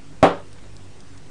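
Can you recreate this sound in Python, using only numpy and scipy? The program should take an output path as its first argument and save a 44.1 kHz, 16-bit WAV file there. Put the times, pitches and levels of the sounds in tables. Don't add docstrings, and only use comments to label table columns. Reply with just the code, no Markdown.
import sys
import numpy as np
from scipy import signal
from scipy.fft import rfft, irfft, next_fast_len
from scipy.io import wavfile
from scipy.ndimage import uniform_filter1d, map_coordinates

SR = 44100
rng = np.random.default_rng(int(sys.argv[2]) if len(sys.argv) > 2 else 0)


def wav_record(signal):
    frames = np.transpose(np.atleast_2d(signal))
    bounded = np.clip(frames, -1, 1)
    quanta = np.round(bounded * 32767).astype(np.int16)
    wavfile.write(sys.argv[1], SR, quanta)


N = 57330
TIME_S = np.arange(N) / SR

# frequency in Hz, nominal level in dB rms.
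HUM_LINES = [(48.4, -54.5), (96.9, -54), (150.7, -58), (193.8, -61.5), (274.5, -61), (366.1, -67),
             (484.5, -67.5), (532.9, -74)]
HUM_WAVER_DB, HUM_KNOTS_PER_S, HUM_DRIFT_RAD = 4, 8.99, 1.17

# frequency in Hz, relative density in dB per Hz.
HISS_SPECTRUM = [(15, -8), (30, -20.5), (100, -11.5), (220, -18), (280, -13), (330, -17), (560, -24),
                 (2000, -30.5), (9400, -37.5), (11000, -46)]
HISS_RMS_DB, HISS_PATCHY_DB = -47.5, 1.5

# start in seconds, level in dB.
KNOCK_CONTACTS = [(0.2252, -39), (0.2269, -20.5), (0.2285, 4), (0.2351, -10), (0.2389, -9), (0.2453, -15)]
PUSH_S, PUSH_DB = 0.00042, 7
PUSH_SWING = 1.54
CRACK_DB, CRACK_T60_S, CRACK_CORNER_HZ = -15.5, 0.02, 5870

# frequency in Hz, relative level in dB, t60 in seconds.
TABLE_MODES = [(130.8, -22, 0.42), (173.9, -6.5, .3), (273.7, 3, 0.19), (297.6, 3, 0.14), (398.2, -2, 0.32),
               (470, -43, .25), (567.5, -1, 0.27), (643.8, 13, 0.077), (710, 5, 0.084), (786.2, 9.5, 0.095),
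               (942, 2, 0.056), (1099.7, 9, 0.077), (1260, -21, 0.12), (1363, -27.5, .2)]
RING_DB, RING_RISE_S = -17.5, 0.0014

# frequency in Hz, t60 in seconds.
ROOM_DECAY = [(100, 0.29), (260, 0.32), (700, 0.27), (1200, .3), (2200, 0.27), (4850, 0.32), (9000, 0.17)]
# frequency in Hz, relative density in dB per Hz.
ROOM_SPECTRUM = [(35, -45), (70, -15), (150, -13), (280, -7), (570, -0.5), (1100, -5.5), (2000, -17.5),
                 (3400, -22.5), (4600, -34.5), (6500, -38), (10000, -37.5)]
ROOM_DB, ROOM_DELAY_S, ROOM_RISE_S = -15.5, 0.002, 0.001

# start in seconds, level in dB ahead of the band filter, t60 in seconds, centre in Hz.
TICK_EVENTS = [(0.53, -35, 0.0086, 5500), (0.585, -33, 0.025, 1500), (0.639, -35, .012, 1400),
               (0.7667, -31, 0.0043, 5600), (1.0049, -36, 0.018, 5000), (1.176, -41, .04, 5000)]
TICK_WIDTH = 1.4

OFFSET, MIC_CLIP, MIC_CLIP_HARDNESS, OUT_CLIP = 0.0153, 0.72, 10, 0.706
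MIC_FALL_HZ, MIC_TOP_HZ, OUT_TOP_HZ = 9950, 10314, 15784


def amp(db):
    return 10 ** (np.asarray(db) / 20)


def unit(x):
    return x / np.sqrt(np.mean(x ** 2) + 1e-20)


def along(points, hz):
    point_hz, value = np.transpose(points)
    return np.interp(np.log(hz + 1), np.log(point_hz + 1), value)


def wobble(knots_per_s):
    return map_coordinates(rng.standard_normal(64), [TIME_S * np.clip(knots_per_s, 0, 40)])


def filtered(x, response):
    m = next_fast_len(N + SR // 2)
    return irfft(rfft(x, m) * response(np.fft.rfftfreq(m, 1 / SR)), m)[..., :N]


def hum():
    out = np.zeros(N)
    for hz, rms_db in HUM_LINES:
        level = np.sqrt(2) * amp(rms_db + HUM_WAVER_DB * wobble(HUM_KNOTS_PER_S))
        phase = 2 * np.pi * (hz * TIME_S + rng.random())
        out += level * np.sin(phase + HUM_DRIFT_RAD * wobble(HUM_KNOTS_PER_S))
    return out


def hiss():
    spectrum = signal.stft(rng.standard_normal(N), nperseg=512)[2]
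    patches = uniform_filter1d(rng.standard_normal(spectrum.shape), size=6, axis=0)
    patches = uniform_filter1d(patches, size=8, axis=1)
    noise = signal.istft(spectrum * amp(HISS_PATCHY_DB * unit(patches)), nperseg=512)[1][:N]
    return amp(HISS_RMS_DB) * unit(filtered(noise, lambda f: amp(along(HISS_SPECTRUM, f))))


def push(t):
    u = t / PUSH_S
    return amp(PUSH_DB) * u * (PUSH_SWING - u) * np.exp(-u)


def crack(t):
    noise = amp(CRACK_DB - 60 * t / CRACK_T60_S) * rng.standard_normal(N) * (t > 0)
    return filtered(noise, lambda f: (CRACK_CORNER_HZ / (CRACK_CORNER_HZ + 1j * f)) ** 2)


def table_ring(t):
    modes = sum(amp(db - 60 * t / t60_s) * np.sin(2 * np.pi * hz * t) for hz, db, t60_s in TABLE_MODES)
    return amp(RING_DB) * modes * (1 - np.exp(-t / RING_RISE_S))


def knock():
    out = np.zeros(N)
    for start_s, db in KNOCK_CONTACTS:
        t = np.maximum(TIME_S - start_s, 0)
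        out += amp(db) * (push(t) + crack(t) + table_ring(t))
    return out


def room():
    hz, t, spectrum = signal.stft(rng.standard_normal(SR), SR, nperseg=256)
    decay = amp(-60 * t / along(ROOM_DECAY, hz)[:, None])
    tail = signal.istft(spectrum * decay, SR, nperseg=256)[1][:SR]
    tail = filtered(tail, lambda f: amp(along(ROOM_SPECTRUM, f)))
    tail = tail / np.sqrt(np.mean(tail[:SR // 50] ** 2))
    tail = tail * (1 - np.exp(-TIME_S / ROOM_RISE_S))
    out = np.zeros(N)
    for start_s, db in KNOCK_CONTACTS:
        k = round((start_s + ROOM_DELAY_S) * SR)
        out[k:] += amp(db) * tail[:N - k]
    return amp(ROOM_DB) * out


def ticks():
    out = np.zeros(N)
    for start_s, db, t60_s, hz in TICK_EVENTS:
        decay = amp(db - 60 * np.maximum(TIME_S - start_s, 0) / t60_s) * (TIME_S >= start_s)

        def band(f):
            damping = 1j * f * TICK_WIDTH * hz
            return (damping / (hz * hz - f * f + damping)) ** 2

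        out += filtered(decay * rng.standard_normal(N), band)
    return out


def scene():
    return (hum() + hiss() + knock() + room() + ticks())[None]


def record(dry):
    x = dry + OFFSET
    x = x / (1 + np.abs(x / MIC_CLIP) ** MIC_CLIP_HARDNESS) ** (1 / MIC_CLIP_HARDNESS)
    x = filtered(x - OFFSET, lambda f: (f < MIC_TOP_HZ) / (1 + (f / MIC_FALL_HZ) ** 40)) + OFFSET
    x = np.clip(x, -OUT_CLIP, OUT_CLIP)
    return filtered(x - OFFSET, lambda f: f < OUT_TOP_HZ) + OFFSET


dry = scene()
out = record(dry)
wav_record(out)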